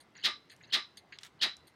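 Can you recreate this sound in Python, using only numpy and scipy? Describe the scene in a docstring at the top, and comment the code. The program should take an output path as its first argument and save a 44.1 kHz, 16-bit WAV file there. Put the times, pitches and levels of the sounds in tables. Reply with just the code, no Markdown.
"""A push-button igniter on a gas grill, outdoors: filtered noise for the air, with a faint even treble ticking.
The button creaks in (rubbing noise through resonances) and its spring squeaks (short wavering sines).
The hammer snaps at 0.23, 0.72 and 1.41 s; each time a dense ring builds up in the metal body and dies,
with clear modes in it. Low background noise swells from 0.48 s; finger ticks and brushing (noise bursts)
come from 0.56 s. The button springs back, creaking, after snaps; the last creak is at 1.67 s."""
import sys
import numpy as np
from scipy import signal
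from scipy.fft import rfft, irfft, next_fast_len
from scipy.io import wavfile
from scipy.ndimage import uniform_filter1d, map_coordinates

SR = 44100
rng = np.random.default_rng(int(sys.argv[2]) if len(sys.argv) > 2 else 0)


def wav_record(signal):
    """Record a signal, one row per channel, as 16-bit PCM in the file named by sys.argv[1]."""
    frames = np.transpose(np.atleast_2d(signal))
    bounded = np.clip(frames, -1, 1)
    # unit amplitude maps onto the largest positive 16-bit level
    quanta = np.round(bounded * 32767).astype(np.int16)
    wavfile.write(sys.argv[1], SR, quanta)


N = 77175

# All levels are ahead of the low cut and band limit in record().
# Outdoor air, spectrum shape: (frequency [Hz], relative level [dB])
AIR_SPECTRUM = [(26, -56), (45, 2.5), (356, -2), (568, -7.5), (709, -6), (1160, -7), (1680, -11),
                (1850, -12.5), (2100, -7.5), (2260, -14), (3780, -19), (4720, -21), (7920, -33),
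                (16200, -42.5)]
AIR_RMS_DB, AIR_PATCH_DB = -64.5, 1.9
# Treble resonances of the even ticking: (centre [Hz], width [Hz], gain [dB])
TICKING_RESONANCES = [(8000, 900, 0), (10000, 1000, -2), (13500, 3000, -11), (6000, 1500, -10)]
TICKING_RATE_HZ, TICKING_START_S = 59.94, 0.0068
TICKING_PULSE_DB, TICKING_SPREAD_DB = -54, 0.83

# Button resonance centres: (frequency [Hz])
BUTTON_CENTRES_HZ = [1650, 2150, 2700, 3400, 4150, 4750, 6500, 8800, 9800, 11200, 12400]
# The same resonances: (width [Hz], gain before each creak's offsets [dB])
BUTTON_WIDTHS_GAINS = [(300, -2), (300, 1), (350, -4), (400, -4), (300, 2), (300, -5), (350, -11),
                       (350, -6), (350, -9), (400, -12), (400, -12)]
# Button creaking in or springing back: (time [s], level [dB], hold [s], t60 [s],
# offset of low resonances [dB], offset of high resonances [dB], roll-off [Hz])
BUTTON_CREAKS = [(.002, -58, .008, .08, -6, 4, 11500), (.150, -57, .012, .06, 8, 0, 6800),
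                 (.165, -60, .065, .03, 2, 0, 7000), (.183, -56, .01, .06, 10, 0, 5000),
                 (.497, -54, .008, .05, -3, -7, 10000), (.514, -56, .012, .1, 5, -3, 13500),
                 (.606, -60, .012, .07, 12, 0, 3000), (.634, -62, .02, .05, 0, 0, 7000),
                 (.665, -65, .04, .04, 8, 0, 7000), (.699, -59, .005, .04, -8, 0, 5200),
                 (.971, -44, .002, .075, -8, -4, 12000), (1.122, -44.5, .009, .04, 12, 0, 6800),
                 (1.135, -58, .025, .08, 1, 0, 7200), (1.391, -62, .004, .04, -10, 0, 5200),
                 (1.669, -63, .012, .09, -3, 2, 13000)]
BUTTON_LOW_HZ, BUTTON_HIGH_HZ = 3000, 7500  # limits of the low and high resonances
GRAIN_DB, GRAIN_RATE_HZ = 2, 400  # random unevenness of creaks and brushes
# Squeaks of the spring: (time [s], pitch [Hz], length [s], peak level [dB])
SPRING_SQUEAKS = [(.165, 6800, .009, -54), (.175, 5850, .008, -54), (.213, 4500, .004, -51),
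                  (.2245, 3050, .004, -50), (.2285, 3000, .005, -43), (.229, 6800, .004, -58),
                  (.514, 12000, .005, -67), (.516, 7200, .005, -61), (.627, 6700, .006, -60),
                  (.634, 3850, .02, -58), (.639, 2700, .012, -59), (.648, 4800, .012, -62),
                  (.672, 6400, .014, -67), (.7105, 3100, .008, -45), (1.4015, 3050, .009, -45),
                  (1.670, 8900, .012, -67), (1.671, 12200, .01, -65)]
SQUEAK_WAVER_SHARE, SQUEAK_WAVER_RATE_HZ = 0.017, 600  # share of the pitch

# Hammer snaps: (time [s], level [dB], new share of ring power [0-1], extra damping of low modes [dB/s])
HAMMER_SNAPS = [(0.233, -25.5, 0.07, 11), (.720, -25, 0, 65), (1.409, -25, 0.37, 152)]
# Dense ring of the body, spectrum shape: (frequency [Hz], relative level [dB])
BODY_SPECTRUM = [(71, -72.5), (120, -31), (349, -14.5), (494, -21), (1170, -19), (1410, -15), (1840, -7),
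                 (2260, -10.5), (3930, 1), (4440, -3.5), (5340, -11.5), (7570, -27.5), (9290, -26.5),
                 (10100, -36.5), (14300, -35), (16200, -46.5)]
# Build-up of the dense ring: (frequency [Hz], build-up [s])
BODY_BUILD_UP = [(200, 0.065), (1200, 0.033), (2000, 0.026), (4000, 0.028), (7000, 0.019), (12000, 0.026)]
# Decay of the dense ring, before the late steepening: (frequency [Hz], t60 [s])
BODY_DECAY = [(200, 0.056), (1000, 0.24), (2000, .18), (4000, 0.071), (7000, 0.13), (14000, 0.077)]
BUILD_UP_DB, ONSET_S = 15, 0.007  # growth during the build-up; fade-in at its start
SLOW_RING_DB, SLOW_RING_T60_S = -17.5, 0.53
# Clear modes of the body: (frequency [Hz])
MODE_FREQS_HZ = [181, 1170, 1220, 1724, 2092, 2331, 3112, 3310, 3353, 3428, 3598, 3694, 3858, 3955, 4001,
                 4249, 4336, 4777, 4947, 5093, 5582, 7052]
# The same modes, before the late steepening: (level re dense ring [dB], t60 [s], build-up [s])
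MODE_SHAPES = [(-21.5, 0.23, 0.015), (2, 0.3, 0.093), (-8, 0.35, 0.038), (-22, 0.14, .025),
               (-5, 0.24, 0.034), (-8, 0.079, 0.09), (-10, 0.26, .02), (2.5, 0.083, 0.0098),
               (-19.5, 0.18, 0.0067), (5.5, 0.15, 0.055), (-16.5, 0.42, 0.0083), (-12.5, 0.061, 0.0077),
               (-2, .27, 0.042), (-9.5, 0.36, 0.043), (-0.5, 0.38, 0.13), (-1.5, 0.12, 0.06),
               (11, 0.065, .02), (-8.5, 0.18, 0.011), (-17.5, 0.32, 0.011), (-16.5, 0.46, .025),
               (-19, 0.32, 0.022), (-23, .2, 0.054)]
LOW_MODES_HZ = 1500  # modes below it take the extra damping
# Late steepening of the ring: (frequency [Hz], age [s] at which the loss is STEEPEN_DB)
STEEPEN_AGES = [(600, .09), (1500, .15), (5600, .15), (7200, .125), (9500, .1), (11000, .08), (16000, .07)]
STEEPEN_DB, STEEPEN_MAX_DB = 9, 13

# Random swells of low background noise: (time [s], level [dB], band centre [Hz], length [s])
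LOW_NOISE_SWELLS = [(.48, -66, 111, 0.16), (.56, -66.5, 123, 0.21), (1.1, -67, 143, 0.12),
                    (1.54, -60, 68, 0.12)]

# Finger ticks: (time [s], level [dB], band centre [Hz], width of each band pass [Hz], t60 [s], roll-off [Hz])
FINGER_TICKS = [(.5635, -56, 5750, 6900, 0.0115, 13700), (.574, -77.5, 7800, 3000, 0.025, 13000),
                (1.187, -34, 3180, 3240, 0.0076, 10100), (1.2326, -33, 3560, 1490, 0.0086, 11100),
                (1.2337, -41.5, 6400, 5050, 0.0078, 11000), (1.2337, -47, 1810, 500, 0.017, 6000),
                (1.249, -45.5, 5000, 5960, 0.008, 15800), (1.568, -46.5, 6100, 4950, 0.0059, 14500)]
TICK_TAIL_DB, TICK_TAIL_T60_S = -26, 0.13
# Hand brushing: (time [s], level [dB], hold [s], t60 [s])
HAND_BRUSHES = [(0.56, -77.5, 0.059, 0.061), (1.207, -62.5, 0.018, 0.055), (1.234, -54, 0.032, 0.091)]
# Brushing, spectrum shape: (frequency [Hz], relative level [dB])
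BRUSH_SPECTRUM = [(590, -48), (1000, -18), (1350, -4), (1500, -9), (1900, -2), (2630, -11), (2790, -7),
                  (3520, -3), (4390, -12), (7950, -14), (10100, -22), (15100, -27), (16200, -30)]
BRUSH_LOW_HZ = 800

LOW_CUT_HZ, TOP_HZ = 79, 16100


def amp(db):
    """Amplitude factor of a level in dB."""
    return 10 ** (np.asarray(db) / 20)


def unit(x):
    """x scaled to rms 1."""
    return x / np.sqrt(np.mean(x ** 2) + 1e-20)


def along(points, hz):
    """Interpolate (frequency [Hz], value) points on a log frequency axis."""
    f, v = np.transpose(points)
    return np.interp(np.log(hz + 1), np.log(f + 1), v)


def filtered(x, response):
    """Apply a complex frequency response to x."""
    m = next_fast_len(len(x) + 4096)
    spectrum = rfft(x, m) * response(np.fft.rfftfreq(m, 1 / SR))
    return irfft(spectrum, m)[:len(x)]


def resonances(table):
    """Causal sum of (centre [Hz], width [Hz], gain [dB]) resonances with alternating signs."""
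    def response(f):
        total = 0
        for k, (centre, width, db) in enumerate(table):
            damping = 1j * f * width
            total = total + (-1) ** k * amp(db) * damping / (centre * centre - f * f + damping)
        return total
    return response


def below(top_hz):
    """Steep roll-off over top_hz."""
    return lambda f: 1 / (1 + (f / top_hz) ** 16)


def add(out, time_s, x):
    """Mix x into out at time_s."""
    i = round(time_s * SR)
    out[i:i + len(x)] += x[:len(out) - i]


def burst(hold_s, t60_s):
    """Envelope of rubbing: quick attack, hold, exponential decay, grainy level."""
    t = np.arange(SR // 5) / SR
    grain = map_coordinates(rng.standard_normal(SR // 40), [t * GRAIN_RATE_HZ])
    attack = np.clip(t / 0.00033, 0, 1)
    return attack * amp(-60 * np.maximum(t - hold_s, 0) / t60_s + GRAIN_DB * grain)


def air():
    """Steady outdoor noise whose level varies faintly in patches of time and frequency."""
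    z = signal.stft(rng.standard_normal(N), nperseg=512)[2]
    field = uniform_filter1d(rng.standard_normal(z.shape), 5, 0)
    patches = unit(uniform_filter1d(field, 8, 1))
    noise = signal.istft(z * amp(AIR_PATCH_DB * patches), nperseg=512)[1][:N]
    shaped = filtered(noise, lambda f: amp(along(AIR_SPECTRUM, f)))
    return amp(AIR_RMS_DB) * unit(shaped)


def ticking():
    """Evenly spaced pulses of slightly random level excite treble resonances."""
    pulses = np.zeros(N)
    times = np.arange(TICKING_START_S, N / SR - 0.001, 1 / TICKING_RATE_HZ)
    levels_db = TICKING_PULSE_DB + rng.normal(0, TICKING_SPREAD_DB, len(times))
    pulses[np.round(times * SR).astype(int)] = amp(levels_db)
    return filtered(pulses, resonances(TICKING_RESONANCES))


def button_creaks():
    """Rubbing noise excites the button's resonances; a second, wider pass steepens their skirts."""
    out = np.zeros(N)
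    button = [(f, w, g) for f, (w, g) in zip(BUTTON_CENTRES_HZ, BUTTON_WIDTHS_GAINS)]
    steep = resonances([(f, 2 * w, 0) for f, w, _ in button])
    for time_s, db, hold_s, t60_s, low_db, high_db, top_hz in BUTTON_CREAKS:
        body = resonances([(f, w, g + low_db * (f < BUTTON_LOW_HZ) + high_db * (f > BUTTON_HIGH_HZ))
                           for f, w, g in button])
        roll_off = below(top_hz)
        noise = filtered(rng.standard_normal(SR // 5), lambda f: body(f) * steep(f) * roll_off(f))
        add(out, time_s, amp(db) * unit(noise) * burst(hold_s, t60_s))
    return out


def spring_squeaks():
    """Short sines of randomly wandering pitch under a half-sine envelope."""
    out = np.zeros(N)
    for time_s, hz, length_s, db in SPRING_SQUEAKS:
        t = np.arange(round(length_s * SR)) / SR
        wander = map_coordinates(rng.standard_normal(40), [t * SQUEAK_WAVER_RATE_HZ])
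        pitch_hz = hz * (1 + SQUEAK_WAVER_SHARE * wander)
        tone = np.sin(2 * np.pi * np.cumsum(pitch_hz) / SR)
        add(out, time_s, amp(db) * np.sin(np.pi * t / length_s) * tone)
    return out


def steepening(t, hz):
    """Extra loss of an old ring by frequency, growing with the fourth power of age up to a limit."""
    loss_db = STEEPEN_DB * (t / along(STEEPEN_AGES, hz)) ** 4
    return amp(-np.minimum(loss_db, STEEPEN_MAX_DB))


def dense_ring(n):
    """Dense modes as noise that builds up and decays by band, in a fast and a slow part."""
    hz, t, z = signal.stft(rng.standard_normal(n), SR, nperseg=128)
    hz = hz[:, None]
    rise_s, t60_s = along(BODY_BUILD_UP, hz), along(BODY_DECAY, hz)
    age = np.maximum(t - rise_s, 0)
    build_up = amp(-BUILD_UP_DB * np.maximum(1 - t / rise_s, 0))
    decay = amp(-60 * age / t60_s) + amp(SLOW_RING_DB - 60 * age / SLOW_RING_T60_S)
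    noise = signal.istft(z * build_up * decay * steepening(t, hz), SR, nperseg=128)[1][:n]
    dense = filtered(noise, lambda f: amp(along(BODY_SPECTRUM, f)))
    reference_rms = np.sqrt(np.mean(dense[SR // 50:SR // 30] ** 2))  # 20 to 33 ms
    onset = np.clip(np.arange(n) / SR / ONSET_S, 0, 1) ** 2
    return dense / reference_rms * onset


def body_ring():
    """One draw of the body's answer to a blow: [dense ring and high modes, low modes]."""
    n = SR // 2
    t = np.arange(n) / SR
    out = np.array([dense_ring(n), np.zeros(n)])
    for hz, (db, t60_s, build_s) in zip(MODE_FREQS_HZ, MODE_SHAPES):
        grow = 1 - np.exp(-(t / build_s) ** 2)
        level = amp(db - 60 * t / t60_s) * grow * steepening(t, hz)
        out[int(hz < LOW_MODES_HZ)] += level * np.sin(2 * np.pi * (hz * t + rng.random()))
    return out


def hammer_snaps():
    """Each snap rings the same body: a common ring mixed by power with a new draw, low modes damped."""
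    out, common = np.zeros(N), body_ring()
    for time_s, db, new_share, damp_db_per_s in HAMMER_SNAPS:
        high, low = np.sqrt(1 - new_share) * common + np.sqrt(new_share) * body_ring()
        damping = amp(-damp_db_per_s * np.arange(len(low)) / SR)
        add(out, time_s, amp(db) * (high + low * damping))
    return out


def low_noise_swells():
    """Noise through a low resonance twice, swelling and fading under a Hann window."""
    out = np.zeros(N)
    for time_s, db, hz, length_s in LOW_NOISE_SWELLS:
        band = resonances([(hz, hz / 2, 0)])
        noise = filtered(filtered(rng.standard_normal(SR // 2), band), band)
        noise = unit(noise)[-round(length_s * SR):]  # settled end of the filter output
        add(out, time_s, amp(db) * noise * np.hanning(len(noise)))
    return out


def finger_ticks():
    """Sharp band-passed noise with a fast decay and a weak tail, the short answer of the metal."""
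    out, t = np.zeros(N), np.arange(SR // 8) / SR
    attack = np.clip(t / 0.00045, 0, 1)
    tail = amp(TICK_TAIL_DB - 60 * t / TICK_TAIL_T60_S)
    for time_s, db, hz, width_hz, t60_s, top_hz in FINGER_TICKS:
        band, roll_off = resonances([(hz, width_hz, 0)]), below(top_hz)
        noise = unit(filtered(rng.standard_normal(len(t)), lambda f: band(f) ** 2 * roll_off(f)))
        add(out, time_s, amp(db) * noise * attack * (amp(-60 * t / t60_s) + tail))
    return out


def hand_brushes():
    """Rubbing noise of a hand on the grill, shaped by the brushing spectrum."""
    out = np.zeros(N)
    for time_s, db, hold_s, t60_s in HAND_BRUSHES:
        noise = filtered(rng.standard_normal(SR // 5),
                         lambda f: amp(along(BRUSH_SPECTRUM, f)) * (f > BRUSH_LOW_HZ))
        add(out, time_s, amp(db) * unit(noise) * burst(hold_s, t60_s))
    return out


def scene():
    """Sum of all sources, one channel."""
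    background = air() + ticking() + low_noise_swells()
    igniter = button_creaks() + spring_squeaks() + hammer_snaps()
    hand = finger_ticks() + hand_brushes()
    return (background + igniter + hand)[None]


def record(dry):
    """Cut the deep bass smoothly and remove everything from TOP_HZ up."""
    def response(hz):
        low_cut = hz ** 3 / (hz ** 3 + LOW_CUT_HZ ** 3)
        return (hz < TOP_HZ) * low_cut
    return filtered(dry[0], response)[None]


dry = scene()
out = record(dry)
wav_record(out)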